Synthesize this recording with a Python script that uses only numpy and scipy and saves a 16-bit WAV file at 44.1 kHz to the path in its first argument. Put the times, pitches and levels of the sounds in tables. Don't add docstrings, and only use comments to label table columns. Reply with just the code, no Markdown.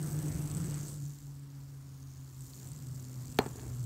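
import sys
import numpy as np
from scipy import signal
from scipy.io import wavfile

SR = 44100
rng = np.random.default_rng(int(sys.argv[2]) if len(sys.argv) > 2 else 0)


def waveform_to_disk(signal):
    frames = np.transpose(np.atleast_2d(signal))
    scaled = np.clip(frames, -1, 1) * 32767
    samples = np.round(scaled).astype(np.int16)
    wavfile.write(sys.argv[1], SR, samples)


def decibels_to_gain(level_db):
    exponent = np.asarray(level_db, float) / 20
    return 10 ** exponent


N = 169785
NEAR_DB, RING_LOW_HZ = -49.5, 3750


def rms_one(x):
    return x / np.sqrt(np.mean(x ** 2) + 1e-20)


def in_time(rows):
    s, *columns = np.transpose(rows)
    return [np.interp(np.arange(N) / SR, s, c) for c in columns]


def drift(rate):
    r = np.exp(-80 * np.pi * rate / SR)
    slow = signal.lfilter([1], [1, -2 * r, r * r], rng.standard_normal(N // 40 + 2002))[2000:]
    return np.interp(np.arange(N) / 40, np.arange(len(slow)), rms_one(slow))


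def butter(x, order, hz, kind):
    return signal.sosfilt(signal.butter(order, hz, kind, fs=SR, output="sos"), x)


def resonance(hz, width_hz):
    r = np.exp(-np.pi * width_hz / SR)
    return (1 - r * r) / 2 * np.array([1, 0, -1]), [1, -2 * r * np.cos(2 * np.pi * hz / SR), r * r]


def ring(clicks, hz, t60):
    r, w = decibels_to_gain(-60 / (t60 * SR)), 2 * np.pi * hz / SR
    return signal.lfilter([0, np.sin(w)], [1, -2 * r * np.cos(w), r * r], clicks + 1e-18)


def colour(spectrum, patchy_db):
    sources = rng.standard_normal((2, N))
    hz, db = np.transpose(spectrum)
    out, edges = 0, 35 * 2 ** np.arange(0, 9.1, 1 / 3)
    for k, (low, high) in enumerate(zip(edges, edges[1:])):
        if high > hz[0] and low < hz[-1]:
            band = butter(sources[k % 2], 2, [low, high], "band")
            band_db = np.interp(np.log(low * high) / 2, np.log(hz), db)
            out = out + band * decibels_to_gain(band_db + patchy_db * drift(10.0))
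    return rms_one(out)


def shop():
    # (frequency [Hz], density [dB per Hz])
    shop_spectrum = [(45, 0), (82, -2.5), (170, -30), (400, -32), (1000, -23.5), (2700, -34), (5800, -31.5),
                     (15500, -34.5)]
    return decibels_to_gain(-59.5) * colour(shop_spectrum, patchy_db=-1.1)


def rumbles():
    # (start [s], length [s], centre [Hz], width [Hz], level [dB])
    swells = [
        (0.247, 0.19, 55, 53, -43.5),
        (1.646, 0.83, 84.7, 4.2, -58),
        (2.793, 0.25, 85.3, 11, -55),
        (3.564, 0.22, 62, 40, -47.5),
    ]
    t, out = np.arange(N) / SR, 0
    for s, length, hz, width_hz, db in swells:
        b, a = resonance(hz, width_hz)
        noise = rms_one(signal.lfilter(b, a, signal.lfilter(b, a, rng.standard_normal(N))))
        out = out + decibels_to_gain(db) * np.sin(np.pi * np.clip((t - s) / length, 0, 1)) * noise
    return out


def room_tail(pushes):
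    t60_s, rise_s = 0.21, 0.0052
    age = np.arange(SR // 2) / SR
    echo = rng.standard_normal(len(age)) * decibels_to_gain(-60 * age / t60_s) * np.clip(age / rise_s, 0, 1)
    echo = butter(echo, 2, [350, 1230], "band")
    return decibels_to_gain(4) * signal.fftconvolve(pushes, echo / np.linalg.norm(echo))[:N]


def knocks():
    # (time [s], peak [dB], softness cut [Hz], tilt [dB per octave])
    contacts = [(3.3867, -25, 2510, -1.5), (3.3883, -10, 11700, -0.15), (3.4037, -40, 1500, -5),
                (3.415, -48, 1800, -10), (3.429, -49, 1800, 0), (3.445, -54, 1800, -5),
                (3.4606, -29.5, 3180, -2), (3.4662, -34, 1200, 5), (3.554, -38, 790, -1),
                (3.587, -39, 1500, 2), (3.596, -45, 2500, 8), (3.631, -40, 706, -2.5),
                (3.663, -44, 680, -3), (3.69, -45, 690, 0)]
    # (frequency [Hz], level [dB], t60 [s])
    modes = [(280, -15, 0.043), (429, 0, 0.029), (722, -7, 0.0058), (875, -3, 0.0067), (980, -28, 0.03),
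             (1300, -12, 0.004), (1790, -6.5, 0.0069), (2400, -9, 0.0074), (3640, -3.5, 0.0025),
             (4720, -31, 0.056), (4220, -24, 0.064), (6600, -15, 0.0063), (9150, -14, 0.0017),
             (13600, -17, 0.0015)]
    crack_db, crack_t60_s = -15, 0.0095
    bend_lag_s, bend_power, bend_most_s = 0.0029, 5.16, .004
    rebound_s, rebound_share = .00188, .45
    size = SR // 8
    struck, pushes = np.zeros((2, N + SR))
    for s, db, cut_hz, tilt_db in contacts:
        start = int(s * SR)
        r, push = np.exp(-2 * np.pi * cut_hz / SR), np.zeros(size)
        push[:300] = decibels_to_gain(db) * (1 - r) ** 2 * np.arange(1, 301) * r ** np.arange(300)
        pushes[start:start + size] += push
        crack = rng.standard_normal(size) * decibels_to_gain(db + crack_db - 60 * np.arange(size) / SR / crack_t60_s)
        struck[start:start + size] += signal.lfilter([0, 1 - r], [1, -r], crack)
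        for k, (hz, level_db, t60) in enumerate(modes):
            lag_s = min(bend_lag_s * (400 / hz) ** bend_power, bend_most_s)
            i = int((s + lag_s) * SR)
            mode_gain = (-1) ** k * decibels_to_gain(level_db + tilt_db * np.log2(hz / 1000))
            struck[i:i + size] -= mode_gain * ring(push, hz, t60)
    back = butter(struck + 1e-18, 2, 2300, "low")
    struck = struck - rebound_share * np.roll(back, int(rebound_s * SR))
    return struck[:N] + room_tail(pushes)


def draught(level_db):
    # (frequency [Hz], density [dB per Hz])
    flow_spectrum = [(40, 2), (60, -14), (100, 5.5), (150, -0.5), (350, -8), (600, -19.5), (1500, -24.5),
                     (3000, -33)]
    return decibels_to_gain(level_db) * colour(flow_spectrum, patchy_db=2.0)


def raps():
    # (time [s], peak [dB], ring [Hz])
    ball_raps = [(0.0293, -28, 8700), (0.0603, -33, 8400), (0.0837, -33, 8000), (0.1615, -38, 8200),
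                 (0.1905, -28.5, 7650), (0.2399, -39, 7260), (0.3187, -37, 7960), (0.3716, -36, 6500),
                 (0.4354, -47, 7900), (0.4753, -28, 7800), (0.4988, -33, 8070), (0.5147, -24.5, 8050),
                 (0.5492, -27, 7920), (0.5696, -25, 8450), (0.605, -31, 8300), (0.6449, -27.5, 8100),
                 (0.6833, -33, 7800), (0.7098, -27.5, 8050), (0.7432, -24.5, 8030), (0.7901, -33, 6700),
                 (0.8036, -34, 7240), (0.8305, -32, 6740), (0.8714, -39, 7820), (0.8839, -28, 8160),
                 (1.0136, -53, 7120), (1.054, -34, 7500), (1.1054, -36, 7140), (1.3533, -42, 8100),
                 (1.3957, -43, 8000), (1.5035, -44, 6350), (2.1715, -45, 5300), (2.3456, -41, 7320),
                 (2.4074, -32, 8050), (2.5351, -35.5, 4540), (2.5551, -47, 6260), (2.5765, -40, 7040),
                 (2.6304, -33, 7150), (2.6728, -30.5, 8040), (2.7177, -29, 8050), (2.7437, -48, 6950),
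                 (2.7626, -34, 7060), (2.7906, -46, 8050), (2.8245, -45, 8180), (2.8699, -34, 8200),
                 (2.9158, -45, 7930), (2.9517, -43, 7240), (2.9981, -35, 7000), (3.0435, -35, 6860),
                 (3.0664, -47, 6790), (3.1428, -37, 7050), (3.2251, -38, 8060), (3.256, -35, 7840),
                 (3.2715, -34, 7100), (3.2999, -35, 7960), (3.3174, -34, 8100), (3.3453, -37, 7900),
                 (3.441, -35, 8330), (3.4632, -33, 8300), (3.474, -36, 8500), (3.49, -36, 7210),
            (3.5224, -46, 7320), (3.6166, -34, 7110), (3.634, -40, 8200), (3.6656, -36, 7840),
            (3.681, -34, 7840), (3.6994, -48, 8100), (3.8404, -34, 8000)]
    ring_t60_s, snap_db = .004, -4
    race_hz, race_db, race_t60_s = 4550, -17, 0.0067
    out = np.zeros(N + SR)
    for s, db, hz in ball_raps:
        click = np.zeros(600)
        click[0] = decibels_to_gain(db - 4)
        snap = decibels_to_gain(snap_db) * np.diff(click, prepend=0)
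        race = decibels_to_gain(race_db) * ring(click, race_hz, race_t60_s)
        i = int(s * SR)
        out[i:i + 600] += ring(click, hz, ring_t60_s) + snap + race
    return butter(out[:N] + 1e-18, 2, RING_LOW_HZ, "high")


def ball_ticks(turns, level_db):
    cage_swing = [(1, 0.29, 0.17), (2, 0.47, 2), (3, 0.22, 0.087), (4, 0.76, 1.9), (5, 0.25, 2.68)]
    # (frequency [Hz], level [dB], t60 [s], share of the distance swing [-])
    race_rings = [(4460, -3, 0.0027, 0.46), (5430, -12.5, 0.0045, 0.22), (6370, 0.5, 0.0021, 1.06),
                  (6230, -3.5, 0.0033, 1.1), (8050, -6, 0.0048, 1.02), (8730, 2.5, 0.0012, 0.88),
                  (13700, 2, 0.0012, 0.91)]
    ticks_per_s, tick_spread_db, ring_spread_db = 550, 3.2, 4
    cage = 2 * np.pi * .1715 * turns
    bunch = np.exp(sum(depth * np.cos(k * cage + phase) for k, depth, phase in cage_swing))
    at = np.flatnonzero(rng.random(N) < ticks_per_s * bunch / bunch.mean() / SR)
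    sizes = decibels_to_gain(tick_spread_db * np.minimum(rng.exponential(1, N), 1.5))
    ticks, power = 0, 0
    for hz, db, t60, share in race_rings:
        clicks = np.zeros(N)
        heights = sizes * decibels_to_gain(db + ring_spread_db * rng.standard_normal(N)) * rng.choice([-1, 1], N)
        clicks[at] = heights[at]
        rung = signal.lfilter(*resonance(hz, 10600), ring(clicks, hz, t60))
        rung = decibels_to_gain(1.6 * drift(2.4)) * rung
        ticks = ticks + decibels_to_gain(share * (level_db - NEAR_DB)) * rung
        power = power + np.mean(rung ** 2)
    return butter(ticks, 4, RING_LOW_HZ, "high") / np.sqrt(power)


def bearing(turns, level_db):
    # (frequency [Hz], density [dB per Hz])
    roll_spectrum = [(3000, -11.5), (4300, -12.5), (6300, -5), (8000, -7.5), (10300, -5.5), (13000, -5.5),
                     (16000, -8.5)]
    tick_db, roll_db = -5, -6
    hiss = decibels_to_gain(level_db + roll_db) * colour(roll_spectrum, patchy_db=1.5)
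    return decibels_to_gain(NEAR_DB + tick_db) * ball_ticks(turns, level_db) + hiss


def hollow(x):
    # (time [s], resonance [Hz])
    cavity = [(0, 8140), (.78, 7700), (.84, 7050), (.9, 8100), (1.0, 7150), (1.44, 7700), (2.1, 6570),
              (2.3, 7300), (2.4, 7400), (2.55, 7000), (2.7, 7400), (2.9, 7600), (3.1, 7150), (3.4, 7500),
              (3.6, 7070), (3.85, 7660)]
    centre_hz, = in_time(cavity)
    out, state = x.copy(), np.zeros(2)
    for i in range(0, N, 256):
        lift, state = signal.lfilter(*resonance(centre_hz[i], 650), x[i:i + 256], zi=state)
        out[i:i + 256] += decibels_to_gain(6) * lift
    return out * np.std(x) / np.std(out)


def wobbles(turns):
    # (start [s], length [s], offset above hum [Hz], level [dB])
    side_tones = [
        (0, 0.097, 19.7, -44),
        (0.346, 0.047, 12, -32),
        (0.54, 0.16, 21.2, -38),
        (2.642, 0.34, 18.4, -48),
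        (2.901, 0.073, 16.5, -41.5),
        (3.186, 0.34, 19.6, -47),
        (3.72, 0.44, 15, -43.5),
    ]
    t, out = np.arange(N) / SR, 0
    for s, length, above_hz, db in side_tones:
        swell = np.sqrt(np.sin(np.pi * np.clip((t - s) / length, 0, 1)) + 1e-12)
        out = out + decibels_to_gain(db) * np.sqrt(2) * swell * np.cos(2 * np.pi * (turns + above_hz * t))
    return out


def stalls():
    # (centre [s], half length [s], level change [dB])
    dips = [
        (0.101, 0.032, -10),
        (0.222, 0.021, -21),
        (0.332, 0.041, -15),
        (.41, 0.02, -2),
        (0.543, 0.024, -2.5),
        (0.607, 0.013, -12),
        (0.664, 0.023, -16),
        (0.792, 0.012, -10),
        (0.872, 0.013, -2),
        (3.516, 0.017, 4),
    ]
    t = np.arange(N) / SR
    return sum(db * np.cos(np.pi / 2 * np.clip((t - s) / half, -1, 1)) ** 2 for s, half, db in dips)


def hum(turns, turbulence, level_db):
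    out = 0
    for multiple, db in [(1, 0), (2, -12.5), (3, -77), (1 / 3, -51)]:
        share = turbulence
        rate = 7.8
        if multiple > 1:
            share = np.maximum(turbulence, 0.49)
            rate = 26.4
            db = db + 0.2 * (level_db - level_db.max())
        eddy = (drift(rate) + 1j * drift(rate)) / np.sqrt(2)
        shake = np.sqrt(1 - share ** 2) + share * eddy
        out = out + decibels_to_gain(db) * np.sqrt(2) * np.real(shake * np.exp(2j * np.pi * multiple * turns))
    return out


def scene():
    # (time [s], hum [dB], bearing [dB], draught [dB], turbulence [0-1])
    nearness = [(0, -38.5, -48.5, -43, 0.53), (.28, -32, -49, -41.5, 0), (.47, -40, -49, -42.5, 0.5),
                (.64, -34, -49.5, -42.5, 0.3), (.72, -36.5, -49, -42.5, 0), (.92, -41, -48.5, -47.5, 0.44),
                (1.0, -42.5, -54.5, -54.5, 0.75), (1.2, -48.5, -59, -61, 0.6),
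                (1.4, -46, -69.5, -59.5, 0.13), (2.33, -49, -62.5, -61.5, 0.34),
                (2.42, -46.5, -55, -61, 0.57), (2.64, -51, -54, -52, 0.37), (2.85, -45.5, -57, -54.5, 0.63),
                (3.1, -42, -57.5, -53.5, 0.35), (3.35, -41.5, -54, -50.5, 0.56),
                (3.52, -50, -54.5, -47.5, 0.53), (3.66, -44, -54.5, -47, 0.1),
                (3.85, -37.5, -55, -53.5, 0.65)]
    start_hz, drag_per_s = 152.5, .0635
    turns = start_hz / drag_per_s * np.log(1 + drag_per_s * np.arange(N) / SR)
    hum_db, bearing_db, draught_db, turbulence = in_time(nearness)
    background = shop() + rumbles() + knocks()
    air = draught(draught_db)
    balls = raps() + hollow(bearing(turns, bearing_db))
    lobes = wobbles(turns) + decibels_to_gain(hum_db + stalls()) * hum(turns, turbulence, hum_db)
    return (background + air + balls + lobes)[None]


def band_limit(x):
    return signal.sosfilt(signal.butter(12, 17040, fs=SR, output="sos"), x)


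def record(dry):
    x = butter(dry, 4, 42, "high")
    x = x - 0.35 * signal.lfilter(*resonance(10500, 700), x)
    x = signal.sosfilt(signal.ellip(10, .5, 65, 15720, fs=SR, output="sos"), x)
    return band_limit(x)


dry = scene()
out = record(dry)
waveform_to_disk(out)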